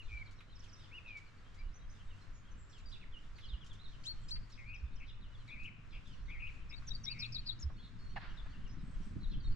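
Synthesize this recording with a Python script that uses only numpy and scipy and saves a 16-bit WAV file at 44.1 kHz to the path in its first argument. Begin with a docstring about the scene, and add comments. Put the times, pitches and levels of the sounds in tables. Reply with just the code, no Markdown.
"""Small birds call from bushes on the shore of a sea loch under a steep hill: one bright song, two tweets,
a buzzy call said four times, slurred whistles, far twitter and harsh chirps, all gliding tones with weak octaves,
thickened by sprays of echoes. Shaped noise bursts make a distant bang that comes back from the slope, and grass ticks.
The hand bumps the recorder in low swings; light wind, filtered noise under slow gusts, rumbles on the microphone
and freshens at the end. A far engine hums as a wavering tone in a steady hush of noise."""
import sys
import numpy as np
from scipy import signal
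from scipy.fft import rfft, irfft, next_fast_len
from scipy.io import wavfile
from scipy.ndimage import uniform_filter1d

SR = 44100
rng = np.random.default_rng(int(sys.argv[2]) if len(sys.argv) > 2 else 0)


def generate_wav(signal):
    """Clip the signal to [-1, 1] and save it as 16-bit WAV at the path in sys.argv[1]."""
    frames = np.transpose(np.atleast_2d(signal))
    scaled = np.clip(frames, -1, 1) * 32767
    pcm = np.round(scaled).astype(np.int16)
    wavfile.write(sys.argv[1], SR, pcm)


N = 421155
TIME = np.arange(N) / SR

# All levels are relative, before the gains in the functions. Pan is left minus right; "peak" is the place
# of the loudest moment in a note, from 0 to 1; f is the centre of a glide unless a start or end is named.

# song motif: a high slide plunges to a low whistle and steps up [t/s after its start, f/Hz, level/dB]
OPENING_MOTIF = [(0, 6780, -68), (.011, 5680, -47.5), (.022, 5340, -40.5), (.026, 5810, -42),
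                 (.031, 3170, -52), (.039, 3720, -41.5), (.052, 3817, -38.5), (.066, 3750, -48),
                 (.072, 4700, -50), (.087, 4595, -38), (.106, 4100, -51)]
# song motif: a trill runs into a down-slur, dips and hooks upward [t/s after its start, f/Hz, level/dB]
CLOSING_MOTIF = [(0, 5570, -50), (.012, 5200, -47.5), (.026, 5020, -40.5), (.033, 4420, -41),
                 (.043, 3910, -34.5), (.052, 3690, -37.5), (.06, 3310, -46.5), (.066, 4200, -44),
                 (.075, 4350, -42), (.082, 4370, -57)]
# repeats of each motif [t/s, reach of the notes above the pivot as a multiple, gain/dB]
OPENING_REPEATS = [(6.689, .7, -13), (6.865, 1.2, -5), (7.03, 1.0, -0.5)]
CLOSING_REPEATS = [(7.187, 0.97, 0.23), (7.320, 0.8, -1.3), (7.453, 0.29, -0.62)]
PIVOT_HZ = 4330  # only notes above this pitch change from repeat to repeat
# flourish that ends the song [t/s, f/Hz, level/dB]
FLOURISH = [(7.589, 4820, -52), (7.598, 6510, -58.5), (7.607, 7550, -61), (7.612, 5120, -55),
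            (7.617, 7000, -61), (7.624, 5660, -46), (7.636, 5160, -47.5), (7.643, 5200, -59)]
# stereo balance of the song by pitch [f/Hz, pan/dB]
SONG_PAN = [(3800, 11), (4500, 2.5), (5600, 2.5)]
# spectrum of the faint noise over the high notes [f/Hz, level/dB]
HIGH_NOTE_NOISE = [(1500, -4), (4500, -3), (7000, -15), (9500, -17), (12500, -20.5)]
# rising tweets [t/s, length/s, time to the pitch leap/s, leap time constant/s, low f/Hz, top f/Hz,
# level/dB, fade by the end/dB]
TWEETS = [(4.033, 0.099, .023, .0115, 1750, 4420, -37, 12),
          (4.281, 0.1, 0.027, 0.0036, 2480, 4540, -37, 22)]
# buzzy calls, one curve each [t/s, f/Hz, level/dB, flutter depth/Hz]
BUZZES = [
    [(4.575, 2430, -57, 330), (4.6, 2300, -52, 220), (4.63, 2100, -56, 90), (4.655, 2280, -57.5, 50),
     (4.70, 2520, -49, 99), (4.727, 2514, -51, 80), (4.742, 2680, -47.5, 190), (4.768, 2330, -53, 90)],
    [(5.476, 2280, -56, 200), (5.5, 2260, -52, 70), (5.52, 2480, -48, 110), (5.543, 2430, -48.5, 120),
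     (5.567, 2180, -54, 150), (5.6, 2514, -47.5, 90), (5.64, 2547, -49, 90), (5.66, 2803, -46.5, 260),
     (5.68, 2483, -46, 160), (5.697, 2150, -54, 60)],
    [(6.278, 2070, -58, 40), (6.305, 2270, -50.5, 130), (6.327, 2500, -48.5, 150), (6.365, 2100, -53, 129),
     (6.388, 2180, -51, 130), (6.408, 2580, -48.5, 260), (6.432, 2490, -44, 81), (6.453, 2520, -43, 70),
     (6.476, 2737, -47, 251.6), (6.504, 2240, -51, 110)],
    [(7.06, 2120, -56, 39.8), (7.082, 2220, -53, 50.1), (7.095, 2450, -47.5, 70), (7.125, 2740, -51.5, 190),
     (7.16, 2170, -54.5, 130), (7.19, 2380, -51, 200), (7.23, 2480, -45.5, 110), (7.252, 2648, -45.5, 170),
     (7.27, 2300, -55, 100)],
]
BUZZ_ATTACK_S, BUZZ_RELEASE_S = 0.0034, 0.0035
# short churrs [t/s, length/s, f/Hz, level/dB]
CHURRS = [(4.999, 0.055, 2440, -53.5), (5.923, 0.071, 2510, -55.5), (6.705, 0.047, 2414, -52)]
# whistles [t/s, length/s, start f/Hz, middle f/Hz, end f/Hz before the hook, level/dB, peak, pan/dB]
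ARCHED_WHISTLES = [(-0.06, 0.091, 2100, 2810, 2720, -51, 0.47, -1),
                   (0.909, 0.085, 1984, 2863, 2640, -51, 0.9, 2),
                   (1.57, 0.057, 1970, 2330, 2410, -61.5, 0.8, 2)]
FALLING_WHISTLES = [(.082, .15, 2520, 2320, 2347, -49.5, 0.9, 1.8),
                    (1.043, .16, 2650, 2407, 2250, -49.7, 0.74, 1.3)]
HOOK_S = 0.0069  # time constant of a whistle's closing hook
THROB_S, THROB_RATE_HZ = 0.1, 110.6  # the falling whistle's opening throb: duration and rate
# far down-slurs [t/s, f/Hz, level/dB, pan/dB]
SLURS = [(.255, 4000, -66.5, 1), (.378, 3780, -66, -1), (0.506, 3920, -66, 1), (0.551, 5220, -63.5, -5),
         (0.592, 5600, -63, -6), (.683, 5200, -65.5, -7), (0.727, 5400, -59, -5), (2.919, 3670, -54.5, -4),
         (3.45, 4720, -65, -2), (3.483, 3680, -56.5, -4), (3.515, 3060, -57, 1), (3.604, 3130, -60, 4),
         (3.695, 3400, -60, 3), (3.84, 3810, -57, -3), (4.518, 5130, -61, -3), (4.744, 5240, -65, -4),
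         (4.955, 5420, -67.5, -4), (5.083, 3620, -60.5, 3), (5.21, 3790, -66, 2), (5.328, 3612, -65, 2),
         (5.476, 3710, -60, -1), (8.64, 2980, -65.5, 6), (9.227, 3890, -58.5, 2), (9.321, 3290, -59.5, 4)]
SLUR_CYCLES = 140  # a down-slur lasts this many cycles, so the high ones are the quick ones
# far rising notes [t/s, length/s, f/Hz, level/dB, pan/dB]
RISES = [(1.572, .04, 4860, -69, 0), (1.729, 0.053, 6220, -66.5, -5), (1.893, 0.045, 6270, -67.5, -6),
         (3.428, 0.026, 4070, -63, -6), (3.787, 0.059, 4060, -62, -5), (7.78, 0.048, 3430, -66, 0),
         (8.70, .05, 6000, -72, -6)]
# far notes that dip and come back up [t/s, length/s, f/Hz, level/dB, pan/dB]
SCOOPS = [(2.095, 0.068, 2740, -67, -5), (3.122, 0.073, 2865, -57, -4), (8.367, 0.052, 3455, -58.5, 8),
          (8.522, 0.055, 2750, -65, 8), (8.672, 0.059, 5090, -69.5, -3)]
# thin, nearly level whistles and pips [t/s, length/s, f/Hz, level/dB]
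THIN_NOTES = [(1.79, 0.21, 8100, -93), (2.04, .05, 7700, -81), (2.16, 0.1, 7740, -84),
              (2.33, 0.081, 6720, -74), (2.507, 0.03, 6120, -70), (2.57, 0.088, 7400, -69.5),
              (2.641, 0.21, 7430, -78), (2.212, 0.018, 4180, -66.5), (2.858, 0.04, 4740, -59.5),
              (4.2, 0.087, 7450, -74), (7.765, 0.059, 4300, -67.5), (7.818, 0.069, 4240, -67),
              (7.983, 0.12, 4330, -68), (8.075, 0.14, 4320, -68), (8.81, 0.17, 7840, -77.5),
              (9.02, 0.082, 8050, -74.5), (9.42, .13, 7320, -83), (9.21, 0.02, 4020, -65),
              (9.312, 0.017, 4150, -61), (9.401, .013, 4570, -62.5), (9.436, 0.021, 4240, -60.5),
              (9.44, 0.034, 3750, -61), (9.465, 0.028, 4300, -59.5), (9.52, .013, 4650, -62.5)]
# quavering notes [t/s, length/s, f/Hz, level/dB]
QUAVERS = [(3.432, 0.039, 3210, -55.5), (7.818, 0.072, 3700, -64), (8.285, 0.049, 3060, -62.5)]
# far note shapes: start and end pitch as multiples of the middle pitch
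SLUR_ARC, RISE_ARC, SCOOP_ARC, THIN_ARC = (1.16, .91), (0.79, 0.9), (1.25, 1.1), (1.014, 0.96)
# faint upward flick after a down-slur [start multiple, end multiple of the middle pitch]
REBOUND_ARC = (.87, 1.15)
# harsh, sparrow-like chirps [t/s, length/s, f/Hz, level/dB]
CHIRPS = [(.02, 0.09, 3740, -69), (0.626, 0.054, 2960, -66), (0.795, 0.08, 3420, -66),
          (0.781, 0.064, 4950, -71), (1.072, 0.039, 3450, -64), (2.696, 0.038, 5300, -68.5),
          (2.724, 0.085, 3090, -65), (2.89, .05, 5160, -69), (2.908, 0.063, 3110, -64),
          (3.007, 0.037, 2520, -61), (3.356, .04, 4090, -66), (3.405, 0.023, 3590, -64),
          (3.879, 0.082, 3490, -66.5), (4.498, 0.082, 3880, -69), (5.064, 0.05, 3380, -63.5),
          (5.908, 0.074, 3160, -63), (6.049, .11, 3250, -65.5), (6.255, 0.069, 3750, -66.5),
          (9.299, 0.041, 3400, -63.5)]
# delay of the left port, in samples, for birds in front and off to the side
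FRONT_LAG, SIDE_LAG = 2, 6

BANG_S, BANG_DB = 8.158, -43
# spectrum of the bang [f/Hz, level/dB]
BANG_COLOUR = [(250, -25), (420, -17), (600, -1), (820, 2.5), (1030, -1), (1400, -13), (1700, 4),
               (2300, -12), (2700, -6.5), (3200, -20), (4400, -20), (7000, -47)]
# spectrum of the answer from the slope [f/Hz, level/dB]
SLOPE_COLOUR = [(300, -19), (700, -8.5), (1600, 0), (2600, -9.5), (4500, -13.5), (8000, -55)]
# dry ticks in the grass, and a harsh click as the buzzy call starts at 5.476 s [t/s, level/dB]
TICKS = [(0.31, -70), (0.6397, -69), (1.171, -67), (1.544, -72), (2.781, -69.5), (3.6444, -71),
         (3.6632, -66), (3.7299, -69), (4.497, -70), (5.6316, -70), (3.385, -84), (5.476, -74.5),
         (6.073, -71)]
# faint knocks [t/s, level/dB, f/Hz]
KNOCKS = [(.405, -57, 1740), (3.384, -55, 1850), (4.359, -56, 1790), (6.822, -58, 1255), (7.70, -55, 735),
          (8.46, -56, 1040)]
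# spectrum of ticks and of the tweets' hiss [f/Hz, level/dB]
HISS = [(1000, -24), (3000, 3.5), (7000, 0), (9000, -12), (12500, -26), (15000, -39)]
# low thumps on the microphone [t/s, length/s, f/Hz, level/dB]
THUMPS = [(0.097, 0.12, 53.7, -42), (1.558, 0.2, 29.6, -36.5), (3.511, 0.062, 32.3, -33),
          (4.814, 0.063, 48, -33.5), (5.921, 0.076, 42, -40), (6.184, 0.11, 41, -39.5),
          (7.625, 0.083, 46, -31)]
# spectra of the slow and the quick wind pressure on the microphone [f/Hz, level/dB]
RUMBLE = [(10, 5), (24, 4), (48, -3.5), (80, -11), (150, -27), (400, -66)]
EDDIES = [(40, -36.5), (90, 2.5), (170, -2), (270, -10), (400, -24), (800, -54.5)]
# wind layers: level at the start (dB), growth (dB per s), added gain once fresh (dB)
RUMBLE_LEVEL, EDDY_LEVEL = (-53.5, 0.82, 8.6), (-73, 1.614, 3.7)
FRESHENS_S, FRESHEN_TIME_S = 8.39, 0.95
# single buffets of wind [t/s, level/dB]
BUFFETS = [(8.766, -49.5), (8.827, -48), (8.874, -48), (9.104, -48.5), (9.156, -40.5), (9.312, -46.5),
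           (9.368, -45), (9.474, -51)]
# far engine [t/s, f/Hz, level/dB]
ENGINE = [(0, 97, -53.5), (1.3, 94.4, -67.5), (2.2, 96.84, -56), (3.2, 105.8, -79), (4.2, 108.5, -57.5),
          (5.6, 116.3, -59.5), (6.5, 119, -63.5), (7.3, 118, -51), (8.2, 117.2, -63)]
# spectrum of the distant hush [f/Hz, level/dB]
AIR = [(40, -31.5), (100, -7), (170, -16.5), (340, -26), (520, -28), (850, -31.5), (1020, -26), (1400, -25),
       (2600, -32), (4300, -38), (7500, -45), (8800, -54.5), (12000, -64), (14000, -73.5)]
AIR_DB, TREBLE_HZ = -60.5, 3500
TOP_HZ = 13500  # upper limit of the band


def birds():
    """Scattering: near birds stay clear, thickened by the twigs and ground around them; far ones are wetter."""
    close = scatter(song(), wet_db=-8.5, t60=.06) + scatter(tweets(), wet_db=-12, t60=.04)
    near = scatter(close, wet_db=-21, t60=.6)
    middle = scatter(whistler(), wet_db=-9.5, t60=.5) + scatter(buzzy_bird(), wet_db=-8, t60=.75)
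    far = scatter(twitter(), wet_db=-5.5, t60=.45) + scatter(chirps(), wet_db=-2, t60=.4)
    return near + middle + far


def song(noise_db=-13, high_hz=6200):
    """Frequency glides: two motifs three times each, then a flourish; a little shaped noise follows the highest notes."""
    tone = sum(phrase(rows) for rows in repeated(OPENING_MOTIF, OPENING_REPEATS))
    tone += sum(phrase(rows, warble_hz=402) for rows in repeated(CLOSING_MOTIF, CLOSING_REPEATS))
    tone += phrase(FLOURISH, rough=0.013)
    high = signal.sosfilt(signal.butter(4, high_hz, "high", fs=SR, output="sos"), tone)
    high_level = uniform_filter1d(np.abs(high).mean(axis=0), SR // 200)
    return tone + undb(noise_db) * high_level * noise(HIGH_NOTE_NOISE, 0.79)


def repeated(motif, repeats):
    """Scaling above a pivot: low notes keep their pitch while high ones reach more or less far."""
    return [[(s + after, min(hz, PIVOT_HZ) + reach * max(hz - PIVOT_HZ, 0), db + gain_db)
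             for after, hz, db in motif]
            for s, reach, gain_db in repeats]


def phrase(rows, warble_hz=0, warble_s=0.035, warble_rate=165, rough=0.0093, flutter=0.3):
    """Frequency modulation of one unbroken stroke, optionally trilled at first; low notes lie further left."""
    s, pitch, db = np.transpose(rows)
    t = np.arange(s[0], s[-1], 1 / SR)
    age = t - s[0]
    trill = warble_hz * np.cos(2 * np.pi * warble_rate * age) * np.exp(-(age / warble_s) ** 10)
    glide = uniform_filter1d(np.interp(t, s, pitch), size=130)
    hz = glide * (1 + rough * walk(700, len(t))) + trill
    gain = undb(np.interp(t, s, db)) * signal.windows.tukey(len(t), 1 / 20)
    gain *= 1 + flutter * walk(264, len(t))
    pan_db = np.interp(hz, *np.transpose(SONG_PAN))
    out = np.zeros((2, N))
    add(out, s[0], syrinx(hz, gain, pan_db, SIDE_LAG, overtone_db=-52))
    return out


def tweets(rasp_rough=0.014, octave_db=3, upper_db=-7, half_db=-8, pan_db=4, hiss_db=-11,
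           drop_hz=650, drop_s=0.0048, hoarse_db=-19.0, full_rasp=0.62):
    """Overtones and half-tones with hiss make a hoarse start that clears as the pitch climbs, then drops."""
    multiples = np.arange(3, 9) / 2
    partial_dbs = [half_db, octave_db, half_db, upper_db, half_db + 2 * upper_db, 3 * upper_db]
    out = np.zeros((2, N))
    for s, length, leap_at, leap_s, low_hz, top_hz, db, fade in TWEETS:
        t = np.arange(int(length * SR)) / SR
        climb = 1 / (1 + np.exp((leap_at - t) / leap_s))
        rasp = 1 - climb
        pitch = low_hz + (top_hz - low_hz) * climb - drop_hz * np.exp((t - length) / drop_s)
        hz = pitch * (1 + (0.0044 + rasp_rough * rasp) * walk(1240, len(t)))
        # the hoarse start is quieter than the clear whistle
        gain = undb(db + hoarse_db * np.minimum(rasp / full_rasp, 1) ** 2 - fade * (t / length) ** 3)
        gain *= signal.windows.tukey(len(t), .16)
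        add(out, s, syrinx(hz, gain * (1 - .5 * rasp), pan_db, SIDE_LAG - 1, overtone_db=-40))
        for multiple, partial_db in zip(multiples, partial_dbs):
            partial_gain = gain * undb(partial_db) * rasp ** (multiple - .5)
            add(out, s, syrinx(hz * multiple, partial_gain, pan_db, FRONT_LAG, overtone_db=-33))
        add(out, s, gain * undb(hiss_db) * rasp * noise(HISS, 0.82, len(t)))
    return out


def buzzy_bird(buzz_rate=185, throb=0.038, flutter=0.17, buzz_db=-1.0, rough_hz=20,
               churr_rate=75, churr_hz=330):
    """Frequency modulation: a fast syrinx flutter of varying width, with churrs of rising sweeps between calls."""
    out = np.zeros((2, N))
    for call in BUZZES:
        s, *controls = np.transpose(call)
        t = np.arange(s[0], s[-1], 1 / SR)
        pitch, db, depth = (np.interp(t, s, c) for c in controls)
        rate = buzz_rate * (1 + 0.098 * walk(100, len(t)))
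        shake = np.sin(2 * np.pi * np.cumsum(rate) / SR)
        hz = pitch + depth * shake + rough_hz * walk(600, len(t))
        ramps = np.minimum((t - s[0]) / BUZZ_ATTACK_S, (s[-1] - t) / BUZZ_RELEASE_S)
        gain = undb(db + buzz_db) * np.minimum(1, ramps)
        gain *= (1 - throb * shake) * (1 + flutter * walk(300, len(t)))
        add(out, s[0], syrinx(hz, gain, pan_db=5.5, lag=FRONT_LAG, overtone_db=-36.5))
    for s, length, centre_hz, db in CHURRS:
        t = np.arange(int(length * SR)) / SR
        sweeps = churr_hz * signal.sawtooth(2 * np.pi * churr_rate * t, .8)
        hz = centre_hz + sweeps + rough_hz * walk(600, len(t))
        gain = undb(db) * np.sin(np.pi * t / length) ** .5
        add(out, s, syrinx(hz, gain, pan_db=4.0, lag=FRONT_LAG, overtone_db=-27))
    return out


def whistler():
    """Quadratic pitch glides: arched whistles, and long falling ones that throb at first; all hook down at the end."""
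    arched = notes(ARCHED_WHISTLES, FRONT_LAG, overtone_db=-32, rough=.005, edge=.6, flutter=.12, hook=.16)
    falling = notes(FALLING_WHISTLES, FRONT_LAG, overtone_db=-32, rough=.008, edge=.7, flutter=.24,
                    hook=.15, throb=.7)
    return arched + falling


def twitter(rebound_db=-9, rebound_s=0.026):
    """Shared pitch contours: far birds slur down and flick faintly up, rise, scoop, quaver and whistle thinly."""
    slurs = [(s, SLUR_CYCLES / hz, hz, db, pan_db) for s, hz, db, pan_db in SLURS]
    rebounds = [(s + length, rebound_s, hz, db + rebound_db, pan_db) for s, length, hz, db, pan_db in slurs]
    rows = shaped(slurs, SLUR_ARC) + shaped(rebounds, REBOUND_ARC)
    quick = notes(rows, FRONT_LAG, overtone_db=-37, rough=.014, edge=.6, flutter=.35)
    rows = shaped(RISES, RISE_ARC) + shaped(SCOOPS, SCOOP_ARC) + shaped(THIN_NOTES, THIN_ARC)
    plain = notes(rows, FRONT_LAG, overtone_db=-37, rough=.005, edge=.45, flutter=.28)
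    quavers = notes(shaped(QUAVERS, THIN_ARC), FRONT_LAG, overtone_db=-39, rough=0.0079, edge=0.38,
                    flutter=0.16, warble_hz=220, warble_rate=75)
    return quick + plain + quavers


def chirps(rough=0.042, upper_ratio=1.5, upper_db=-11):
    """Two-voice phonation: both sides of the syrinx sound at once, unsteadily, and slide down together."""
    low = [(s, length, hz * 1.13, hz, hz * 0.78, db, .5, 0) for s, length, hz, db in CHIRPS]
    high = [(s, length, *(upper_ratio * np.array(arc)), db + upper_db, peak, pan)
            for s, length, *arc, db, peak, pan in low]
    return notes(low + high, FRONT_LAG, overtone_db=-32.0, rough=rough, edge=0.13, flutter=0.34)


def chorus(count=170, db=-76, low_hz=2900, high_hz=6200, spread_db=3, dull_db=7):
    """Air absorption: birds at the edge of hearing drop random short notes, mostly falling, the high ones duller."""
    rows = []
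    for when, pitch, length, loud, side, slide in rng.random((count, 6)):
        hz = low_hz + (high_hz - low_hz) * pitch ** 2
        fall = 0.42 * slide - .16
        level_db = db + spread_db * (2 * loud - 1) - dull_db * pitch ** 2
        arc = (hz * (1 + fall), hz, hz * (1 - fall / 2))
        rows.append((when * N / SR, 0.024 + 0.048 * length, *arc, level_db, .5, 6 * (side - .5)))
    calls = notes(rows, FRONT_LAG, overtone_db=-32.0, rough=.012, edge=1.0, flutter=0.29)
    return scatter(calls, wet_db=0, t60=0.11)


def shaped(rows, arc):
    """Similar contours: notes share one pitch shape, peak midway, and lie straight ahead if no side is given."""
    return [(s, length, hz * arc[0], hz, hz * arc[1], db, .5, pan_db[0] if pan_db else 0)
            for s, length, hz, db, *pan_db in rows]


def notes(rows, lag, overtone_db, rough, edge, flutter, warble_hz=0, warble_rate=0, hook=0, throb=0):
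    """Frequency and amplitude modulation: each note slides along an arc while it swells, flutters and fades."""
    out = np.zeros((2, N))
    for s, length, start_hz, middle_hz, end_hz, db, peak, pan_db in rows:
        n = int(length * SR)
        u = np.linspace(0, 1, n)
        age = u * length
        arc = np.polyval(np.polyfit([0, .5, 1], [start_hz, middle_hz, end_hz], 2), u)
        arc *= 1 - hook * np.exp((u - 1) * length / HOOK_S)
        warble = warble_hz * np.sin(2 * np.pi * warble_rate * age)
        hz = arc * (1 + rough * walk(700, n)) + warble
        swell = arch(u, peak) ** edge
        swell *= 1 + flutter * walk(260, n)
        throb_depth = throb * np.clip(2 - age / THROB_S * 2, 0, 1)
        swell *= 1 + throb_depth * np.sin(2 * np.pi * THROB_RATE_HZ * age)
        gain = undb(db) * swell / np.sqrt(np.mean(swell ** 2))
        add(out, s, syrinx(hz, gain, pan_db, lag, overtone_db))
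    return out


def arch(u, peak):
    """Sinusoidal envelope: rises from 0 to 1 at the place peak and falls back to 0 as u goes from 0 to 1."""
    return np.abs(np.sin(np.pi * np.interp(u, [0, np.clip(peak, .05, .95), 1], [0, .5, 1])))


def syrinx(hz, gain, pan_db, lag, overtone_db):
    """Harmonic oscillation: a tone with its octave; phase delay makes it reach the left port lag samples later."""
    phase = 2 * np.pi * (np.cumsum(hz) - np.outer([lag, 0], hz)) / SR
    tone = np.sin(phase) + undb(overtone_db) * np.sin(2 * phase)
    # the divisor keeps the total power of the two sides constant
    balance = undb(np.outer([1, -1], pan_db) / 2) / np.sqrt(np.cosh(pan_db * np.log(10) / 20))
    return gain * tone * balance


def scatter(sound, wet_db, t60):
    """Multiple scattering: ground and bushes send back a thin spray of echoes, decaying 60 dB in t60 seconds."""
    t = np.arange(SR) / SR
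    # cubing the noise leaves a few strong echoes among many weak ones
    spray = rng.standard_normal((2, SR)) ** 3 * undb(-60 * t / t60) * (1 - np.exp(-t / .004))
    spray /= np.sqrt(np.sum(spray ** 2, axis=1, keepdims=True))
    return sound + undb(wet_db) * signal.fftconvolve(sound, spray, axes=1)[:, :N]


def bang(blow_s=0.026, echo_db=-11, echo_s=0.038, echo_swell_s=0.036, tail_db=-18, tail_t60=3.3):
    """Reflection: the near slope answers a distant blow in a short swell, the far hillside in a dying wash."""
    out = np.zeros((2, N))
    t = np.arange(SR) / SR
    blow = (1 - np.exp(-t / .005)) * (np.exp(-(t / blow_s) ** 4) + .25 * np.exp(-t / .03))
    add(out, BANG_S, undb(BANG_DB) * blow * noise(BANG_COLOUR, 0.53, len(t)))
    age = t / echo_swell_s
    echo = undb(BANG_DB + echo_db) * age * np.exp(1 - age) * noise(SLOPE_COLOUR, 0.42, len(t))
    add(out, BANG_S + echo_s, echo)
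    tail = undb(BANG_DB + tail_db - 60 * t / tail_t60) * noise(SLOPE_COLOUR, 0.7, len(t))
    add(out, BANG_S, tail)
    return out


def ticks(tick_db=2, tick_s=0.019, rise_s=0.00019, knock_s=0.01):
    """Impulsive excitation: dry stalks tick as decaying noise; faint knocks are noise peaked at a pitch."""
    out = np.zeros((2, N))
    t = np.arange(SR // 10) / SR
    rise = 1 - np.exp(-t / rise_s)
    for s, db in TICKS:
        add(out, s, undb(db + tick_db) * rise * np.exp(-t / tick_s) * noise(HISS, 1.0, len(t)))
    for s, db, hz in KNOCKS:
        body = [(hz / 4, -26), (hz, 0), (hz * 1.74, -5), (hz * 4, -28)]
        add(out, s, undb(db) * rise * np.exp(-t / knock_s) * noise(body, 0.92, len(t)))
    return scatter(out, wet_db=-2.0, t60=0.073)


def thumps(right_db=4):
    """Low-frequency displacement: soft pushes on the microphone, harder on the right, as uneven slow swings."""
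    out = np.zeros((2, N))
    sides_db = np.array([[-right_db], [right_db]]) / 2
    for s, length, hz, db in THUMPS:
        n = int(length * SR)
        swing = np.sin(2 * np.pi * np.cumsum(hz * (1 + 0.32 * walk(77.6, n))) / SR)
        push = swing + 0.015 * noise(EDDIES, 0.46, n)
        add(out, s, undb(db + sides_db) * np.hanning(n) * push)
    return out


def wind(gust_db=2.5, puff_db=6, buffet_db=2, buffet_s=0.0088):
    """Turbulent pressure: slow swings on the ports, quick eddies in uneven puffs, and late single buffets."""
    gusts = undb(gust_db * walk(18))
    puffs = undb(puff_db * np.tanh(walk(45)))
    rumble = freshening(*RUMBLE_LEVEL) * gusts * noise(RUMBLE, 0.66)
    eddies = freshening(*EDDY_LEVEL) * puffs * noise(EDDIES, 0.79)
    out = rumble + eddies
    age = np.arange(SR // 10) / SR / buffet_s
    for s, db in BUFFETS:
        add(out, s, undb(db + buffet_db) * age * np.exp(1 - age) * noise(EDDIES, 0.54, len(age)))
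    return out


def freshening(start_db, db_per_s, fresh_db):
    """Exponential growth: a wind layer climbs slowly, and more steeply when the breeze freshens."""
    fresh = np.clip((TIME - FRESHENS_S) / FRESHEN_TIME_S, 0, 1)
    return undb(start_db + db_per_s * TIME + fresh_db * fresh)


def distance(hush_db=-1.08, hum_db=-1):
    """Broadband ambience: an even hush, its treble coming and going, around the wavering tone of a far engine."""
    hz, db = curve(ENGINE)
    waver_db = 2 * walk(9)
    swell_db = .3 * walk(1.5) + .5 * walk(12)
    engine_tone = np.sin(2 * np.pi * np.cumsum(hz * (1 + 0.02314 * walk(18))) / SR)
    hum = undb(db + hum_db + waver_db) * engine_tone
    air = noise(AIR, 0.43)
    treble = signal.sosfiltfilt(signal.butter(2, TREBLE_HZ, "high", fs=SR, output="sos"), air)
    air = air + treble * (undb(1.5 * walk(10) - 1) - 1)
    return hum + undb(AIR_DB + hush_db + swell_db) * air


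def undb(db):
    """Logarithmic level: decibels to amplitude gain."""
    return 10 ** (np.asarray(db) / 20)


def curve(rows):
    """Linear interpolation: the columns of a table of (t/s, ..) rows, sample by sample."""
    s, *columns = np.transpose(rows)
    return [np.interp(TIME, s, c) for c in columns]


def walk(rate, size=N):
    """Band-limited chance: random values drawn rate times a second, smoothed, with a spread near 1."""
    k = max(int(SR / rate), 1)
    held = np.repeat(rng.standard_normal(size // k + 2), k)
    return 1.71 * uniform_filter1d(uniform_filter1d(held, k), k)[:size]


def noise(colour, likeness, size=N):
    """Spectral shaping: stereo noise of rms 1; likeness is the share of power common to both sides."""
    hz, db = np.transpose(colour)
    n = next_fast_len(size)
    f = np.maximum(np.arange(n // 2 + 1) * SR / n, 1)
    # above its last point the colour falls 12 dB per octave
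    gain = undb(np.interp(np.log(f), np.log(hz), db)) * np.minimum(hz[-1] / f, 1) ** 2
    common, *own = irfft(rfft(rng.standard_normal((3, n))) * gain, n)[:, :size]
    share = np.clip(likeness, 0, 1)
    y = np.sqrt(share) * common + np.sqrt(1 - share) * np.array(own)
    return y / y.std()


def add(out, s, sound):
    """Superposition: mix a sound in at a time in seconds, cut to the scene's length."""
    i = int(s * SR)
    a, b = max(i, 0), min(i + sound.shape[-1], N)
    if b > a:
        out[:, a:b] += sound[..., a - i:b - i]


def scene():
    """Superposition of everything heard from the shore path."""
    return birds() + chorus() + bang() + ticks() + thumps() + wind() + distance()


def record(dry):
    """Band limitation: a steep elliptic low-pass cuts the top."""
    return signal.sosfilt(signal.ellip(8, .2, 70, TOP_HZ, fs=SR, output="sos"), dry)


dry = scene()
out = record(dry)
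generate_wav(out)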